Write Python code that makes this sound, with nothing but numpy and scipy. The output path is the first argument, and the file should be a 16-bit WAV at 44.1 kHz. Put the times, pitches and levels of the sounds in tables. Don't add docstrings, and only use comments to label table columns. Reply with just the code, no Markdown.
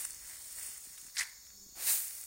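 import sys
import numpy as np
from scipy import signal
from scipy.fft import rfft, irfft, next_fast_len
from scipy.io import wavfile
from scipy.ndimage import uniform_filter1d, map_coordinates

SR = 44100
rng = np.random.default_rng(int(sys.argv[2]) if len(sys.argv) > 2 else 0)


def master(y):
    cut = np.clip(np.atleast_2d(y).T, -1, 1)
    pcm = np.round(cut * 32767)
    wavfile.write(sys.argv[1], SR, pcm.astype(np.int16))


def boost_factor(decibels):
    exponent = np.asarray(decibels, float) / 20
    return 10 ** exponent


N = 100018

# (time [s], stir level [dB], bowl resonance over it [dB])
SHIFT_MOVES = [(0.0, -42, -11.5), (0.044, -46, -10), (0.048, -50.5, -2), (0.064, -48.5, -12),
               (0.18, -57.5, -7.5), (0.25, -54, -4.5), (0.285, -52.5, -5), (0.31, -52, -1), (0.34, -53, -7),
               (0.506, -52.5, -13.5), (0.57, -48, -13), (0.59, -46, -8), (0.65, -45.5, -13.5),
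               (0.784, -54, -8.5), (0.79, -55.5, -14), (0.988, -56.5, -8.5), (1.136, -62.5, -8),
               (1.16, -54, -8)]
# (frequency [Hz], density [dB per Hz])
SLIDE_COLOUR = [(1700, -25), (2800, -18.5), (4000, -21), (5000, -16.5), (6300, -15), (8800, -3),
                (11800, -16.5), (15500, -10.5)]
# (frequency [Hz], density [dB per Hz])
BOWL_COLOUR = [(300, -57), (600, -20), (900, -16.5), (1300, -10.5), (2000, -2), (2600, -13), (3300, -15),
               (5000, -27.5)]
# (centre [Hz], half width [Hz], level [dB])
INSECT_BANDS = [(4430, 223, -68.5), (5420, 460, -64), (6776, 610, -59)]
# (frequency [Hz], density [dB per Hz])
AIR_COLOUR = [(300, -14.5), (600, -10), (1900, -10.5), (3100, -13.5), (3700, -1.5), (8000, -0.5),
              (11400, -7.5), (14500, 2)]
# (frequency [Hz], density [dB per Hz])
RUMBLE_COLOUR = [(12, -17), (20, -1.5), (53, 5), (97, -5.5), (263, -14.5), (600, -17.5), (780, -37),
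                 (1320, -120)]
# (time [s], peak [dB], bowl ring over it [dB], crack decay [ms per 30 dB], crack pitch [Hz])
LONE_TICKS = [(.0485, -29, -25, 14, 8400), (.0500, -28, -23, 11, 8900), (.0515, -26.5, -10, 3, 8000),
              (.1068, -25.5, -30, 4, 8000), (.1325, -38, -22, 4, 7000), (.1455, -34, -23, 4, 7500),
              (.527, -34, -20, 4, 10500), (.596, -32, -22, 4, 9000), (.779, -33.5, -20, 4, 9000),
              (.85, -41, -25, 4, 9000), (.977, -44.5, -0.5, 4.2, 3430), (.982, -46, -3, 5.4, 3420),
              (.98, -41, -27, 5, 9000), (1.014, -40, -23, 4, 9000), (1.016, -51, -10, 5, 3300),
              (1.044, -40.5, -15, 4, 9000), (1.0665, -37, -15, 4.8, 8500), (1.468, -49, -3, 6, 8500),
              (1.504, -51, -1, 4.4, 3970), (1.923, -22, -27, 3, 9000), (2.081, -30, -30, 4, 9000),
              (2.151, -30.5, -28, 4.8, 9000), (2.2125, -32, -28, 3, 9000), (2.2385, -34, -20, 4, 8500)]
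# (time [s], peak [dB], bowl ring over it [dB], crack decay [ms per 30 dB],
# crack pitch [Hz])
JOLT_KNOCKS = [(1.155, -41, -8, 2, 5500), (1.1603, -31, -16, 4, 10000), (1.1685, -26, -6, 2.5, 5000),
               (1.1722, -28, -4, 3.5, 4500), (1.1826, -22, -20, 2, 5000), (1.1855, -23, -20, 2.5, 4500),
               (1.188, -20, -15, 1.5, 7500), (1.1897, -23, -20, 2.5, 4200), (1.191, -27, -20, 2, 5500),
               (1.1925, -20, -20, 2.5, 6500), (1.1948, -21.5, -16, 2.5, 6000), (1.1962, -22.5, -8, 2, 4500),
               (1.198, -23, -6, 3, 9000), (1.2068, -30, -6, 3, 6500), (1.2085, -29, 2, 4, 6500),
               (1.2103, -28, 4, 4, 7000), (1.217, -32, 1, 3, 4500), (1.2188, -32, 1, 3, 9000),
               (1.2285, -37, 3, 3, 6000), (1.234, -29, -10, 5, 9800), (1.2537, -38, -6, 3, 6500)]
# (time [s], rate [slips per s], level [dB])
CREAK_RUN = [
    (1.48, 200.5, -84),
    (1.56, 200.7, -74),
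    (1.6, 200.7, -73),
    (1.63, 200.7, -68),
    (1.672, 200.8, -68),
]
# (time [s], peak [dB])
HAND_SLIPS = [(0.874, -56.5), (0.907, -61), (1.031, -61), (1.052, -56.5), (1.081, -61), (1.666, -56),
              (1.692, -57), (1.726, -57), (1.772, -60)]
# (time [s], force level [dB], rattle over it [dB])
JOLT_FORCE = [(1.148, -68, 8), (1.18, -47.5, 5), (1.185, -49.5, 1), (1.198, -43, 1), (1.211, -39, 0.5),
              (1.235, -46.5, 2), (1.255, -53.5, 1.5), (1.3, -59.5, 3), (1.38, -70, 0), (1.41, -73, 2),
              (1.55, -74, -10)]
# (frequency [Hz], density [dB per Hz])
RATTLE_COLOUR = [(2000, -29), (3200, -10), (4700, -1), (6300, -8), (9000, -2.5), (11500, -13), (15500, -21)]
# (frequency [Hz], density [dB per Hz])
WALL_COLOUR = [(400, -44), (900, -14), (1300, -13.5), (1750, -5.5), (2100, -1.5), (2450, -14.5),
               (3000, -24), (5000, -33)]
# (time [s], flow level [dB], heavy share over it [dB])
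THROW_FLOW = [(1.746, -77, -2), (1.757, -56, -2.5), (1.8, -43.5, -6), (1.854, -36.5, -9.5),
              (1.876, -30, -8), (1.9, -28.5, -9.5), (1.925, -28.5, -13), (1.97, -33, -13),
              (2.1, -45, -12.5), (2.19, -46.5, -11.5), (2.268, -50.5, -11.5)]
# (frequency [Hz], density [dB per Hz])
SPRAY_COLOUR = [(3500, -39), (5000, -23.5), (7000, -7.5), (9300, -1), (11300, -9), (13000, -5.5),
                (15500, -4.5)]
# (frequency [Hz], density [dB per Hz])
HEAVY_COLOUR = [(120, -27), (250, -24.5), (750, -13.5), (1050, -15), (2100, -4), (3300, -11), (4000, -4),
                (7000, -6), (10000, -26)]
# (frequency [Hz], density [dB per Hz])
SCOOP_COLOUR = [(60, -20), (220, -7), (400, -4), (750, 1), (1500, -6), (3000, -38)]
# (from [Hz], to [Hz], under level [dB], rarity [field rms])
DROPOUT_BANDS = [(3800, 4150, -60, .1), (2500, 2850, -67, .8), (2980, 3250, -65, .1),
                 (11000, 11900, -57, .6)]


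def unit(x):
    return x / np.sqrt(np.mean(x ** 2) + 1e-20)


def peak_one(x):
    return x / abs(x).max()


def along(points, hz):
    f, v = np.transpose(points)
    return np.interp(np.log(hz + 1), np.log(f + 1), v)


def curves(rows):
    s, db, other = np.transpose(rows)
    t = np.arange(N) / SR
    return np.interp(t, s, db, left=-140, right=-140), np.interp(t, s, other)


def wobble(rate):
    knots = rng.standard_normal(int(N * rate / SR) + 4)
    return map_coordinates(knots, [np.arange(N) * rate / SR])


def patches(shape, size):
    field = uniform_filter1d(rng.standard_normal(shape), size=3, axis=0)
    return unit(uniform_filter1d(field, size=size, axis=1))


def coloured(x, spectrum):
    m = 2 * next_fast_len(N // 2 + 4096)
    gain = boost_factor(along(spectrum, np.fft.rfftfreq(m, 1 / SR)))
    cepstrum = irfft(np.log(gain + 1e-6), m)
    cepstrum[1:m // 2] *= 2
    cepstrum[m // 2 + 1:] = 0
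    return unit(irfft(rfft(x, m) * np.exp(rfft(cepstrum)), m)[:N])


def patter(spectrum, count, scatter_db, smooth, clump_db):
    when, strength, sign = rng.random((count, 3)).T
    size = boost_factor(-scatter_db * np.log(1 - strength)) * np.sign(sign - 0.5)
    hits = unit(np.bincount((when * N).astype(int), size, N))
    hits = hits + smooth * rng.standard_normal(N)
    clumps = boost_factor(clump_db * (wobble(44.1) + wobble(160)))
    z = signal.stft(hits * clumps, nperseg=64)[2]
    z = z * boost_factor(1.1 * patches(z.shape, 3))
    return coloured(signal.istft(z, nperseg=64)[1][:N], spectrum)


def swell(start_s, attack_s, db, t60_s):
    t = np.clip(np.arange(N) / SR - start_s, 0, None)
    return (1 - np.exp(-t / attack_s)) * boost_factor(db - 60 * t / t60_s)


def shifting():
    stir_db, bowl_db = curves(SHIFT_MOVES)
    slide = boost_factor(5.0) * patter(SLIDE_COLOUR, count=16000, scatter_db=1.5, smooth=1.66, clump_db=0.78)
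    bowl = patter(BOWL_COLOUR, count=5000, scatter_db=3.0, smooth=0.74, clump_db=0.5)
    return boost_factor(stir_db) * (slide + boost_factor(bowl_db - 2.0) * bowl)


def insects():
    hz = np.fft.rfftfreq(N, 1 / SR)
    song = np.zeros(N)
    for centre, half_width, db in INSECT_BANDS:
        band = np.exp(-abs((hz - centre) / half_width) ** 3)
        voice = unit(irfft(rfft(rng.standard_normal(N)) * band, N))
        song += boost_factor(db + 0.38 * wobble(4.1) + 1.9 * wobble(40.0)) * voice
    return song


def open_air():
    air = boost_factor(-55.5 + 1.6 * wobble(0.87)) * coloured(rng.standard_normal(N), AIR_COLOUR)
    rumble = boost_factor(-70.5 + 1.8 * wobble(2.96)) * coloured(rng.standard_normal(N), RUMBLE_COLOUR)
    return air + rumble


def bandpass(lo, hi, x):
    return signal.lfilter(*signal.butter(2, [lo, hi], "band", fs=SR), x)


def granule_clicks():
    out, t = np.zeros(N + SR), np.arange(SR // 25) / SR
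    spread = 1.22
    ring_hz, ring_t60_s = 1980, 0.007
    # rows, snap over crack, half width of the bowl ring [Hz]
    for rows, sharp, half_hz in ((LONE_TICKS, 0.1, 975), (JOLT_KNOCKS, 1.5, 276.25)):
        for s, db, bowl_db, decay_ms, hz in rows:
            grit = rng.standard_normal((3, len(t)))
            burst = grit[0] * boost_factor(-30000 * t / (decay_ms + 0.5))
            crack = peak_one(bandpass(hz / spread, hz * spread, burst))
            snap = peak_one(bandpass(3500, 8800, grit[1] * boost_factor(-60 * t / 0.001)))
            body = grit[2] * boost_factor(-60 * t / ring_t60_s)
            ring = peak_one(bandpass(ring_hz - half_hz, ring_hz + half_hz, body))
            click = peak_one(crack + sharp * snap) + boost_factor(bowl_db) * ring
            out[round(s * SR):][:len(t)] += boost_factor(db) * click
    return signal.lfilter(*signal.butter(3, 800, "high", fs=SR), out[:N])


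def side_fizz():
    when_s, width_s, db = 0.05, 0.0055, -38.5
    fizz = coloured(rng.standard_normal(N), [(3500, -62), (4500, -13), (8500, 10), (15000, -9)])
    return boost_factor(db) * np.exp(-((np.arange(N) / SR - when_s) / width_s) ** 2) * fizz


def hand_grip():
    s, rate, db = np.transpose(CREAK_RUN)
    t = np.arange(N) / SR
    slip_rate = np.interp(t, s, rate) * (1 + 0.0059 * wobble(29.7))
    turns = np.floor(np.cumsum(slip_rate) / SR)
    creak_db = np.interp(t, s, db, left=-140, right=-140) + 7.0 + 1.1 * wobble(60)
    pushes = np.diff(turns, prepend=0) * boost_factor(creak_db)
    for slip_s, peak_db in HAND_SLIPS:
        pushes[round(slip_s * SR)] += boost_factor(peak_db)
    u = np.arange(-200, 200) / SR / 0.00087
    push = np.exp(-u ** 2) + 0.14 * np.exp(-(4.3 * u) ** 2)
    recoil = 0.5 * np.exp(-((u + 2.0) / 0.56) ** 2)
    return np.convolve(pushes, push - recoil, "same")


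def jolt():
    force_db, rattle_db = curves(JOLT_FORCE)
    rattle = patter(RATTLE_COLOUR, count=14000, scatter_db=2.2, smooth=1.1, clump_db=0.8)
    wall = patter(WALL_COLOUR, count=12000, scatter_db=2.0, smooth=1.2, clump_db=0.5)
    return boost_factor(force_db) * (boost_factor(rattle_db) * rattle + wall)


def settling():
    hz = np.fft.rfftfreq(N, 1 / SR)
    wide_hz = 90
    modes = sum(1 / (1 + ((hz - centre) / wide_hz) ** 2) for centre in (1780, 2100))
    ring = unit(irfft(rfft(rng.standard_normal(N)) * modes, N))
    return swell(start_s=1.25, attack_s=0.037, db=-54.5, t60_s=0.5) * ring


def throw():
    flow_db, heavy_db = curves(THROW_FLOW)
    spray = boost_factor(1.88) * patter(SPRAY_COLOUR, count=20000, scatter_db=1.5, smooth=1.3, clump_db=-0.05)
    heavy = patter(HEAVY_COLOUR, count=12000, scatter_db=2, smooth=0.88, clump_db=-0.35)
    return boost_factor(flow_db) * (spray + boost_factor(heavy_db + 1.2) * heavy)


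def scoop():
    scrape = patter(SCOOP_COLOUR, count=3000, scatter_db=1.0, smooth=0.96, clump_db=0.0)
    return swell(start_s=1.748, attack_s=0.021, db=-54.5, t60_s=0.85) * scrape


def scene():
    bowl = shifting() + granule_clicks() + jolt() + settling()
    thrown = throw() + scoop()
    mid = bowl + thrown + hand_grip() + insects() + open_air()
    side = side_fizz()
    return np.array([mid + side, mid - side])


def quiet_dropouts(x):
    hz, _, z = signal.stft(x, SR, nperseg=1024)
    field = patches(z.shape[1:], 11)
    for lo, hi, under_db, rarity in DROPOUT_BANDS:
        inside = (hz > lo) & (hz < hi)
        quiet = np.sqrt(np.sum(abs(z[0, inside]) ** 2, axis=0)) < boost_factor(under_db)
        hole = inside[:, None] & quiet & (field > rarity)
        z = z * np.where(hole, boost_factor(-25), 1)
    return signal.istft(z, SR, nperseg=1024)[1][:, :N]


def top_cut(x):
    return signal.sosfilt(signal.butter(12, 17100, fs=SR, output="sos"), x)


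def record(dry):
    top_hz = 15830
    spectrum = rfft(quiet_dropouts(dry))
    mix = irfft(spectrum * (np.fft.rfftfreq(N, 1 / SR) < top_hz), N)
    return top_cut(mix)


dry = scene()
out = record(dry)
master(out)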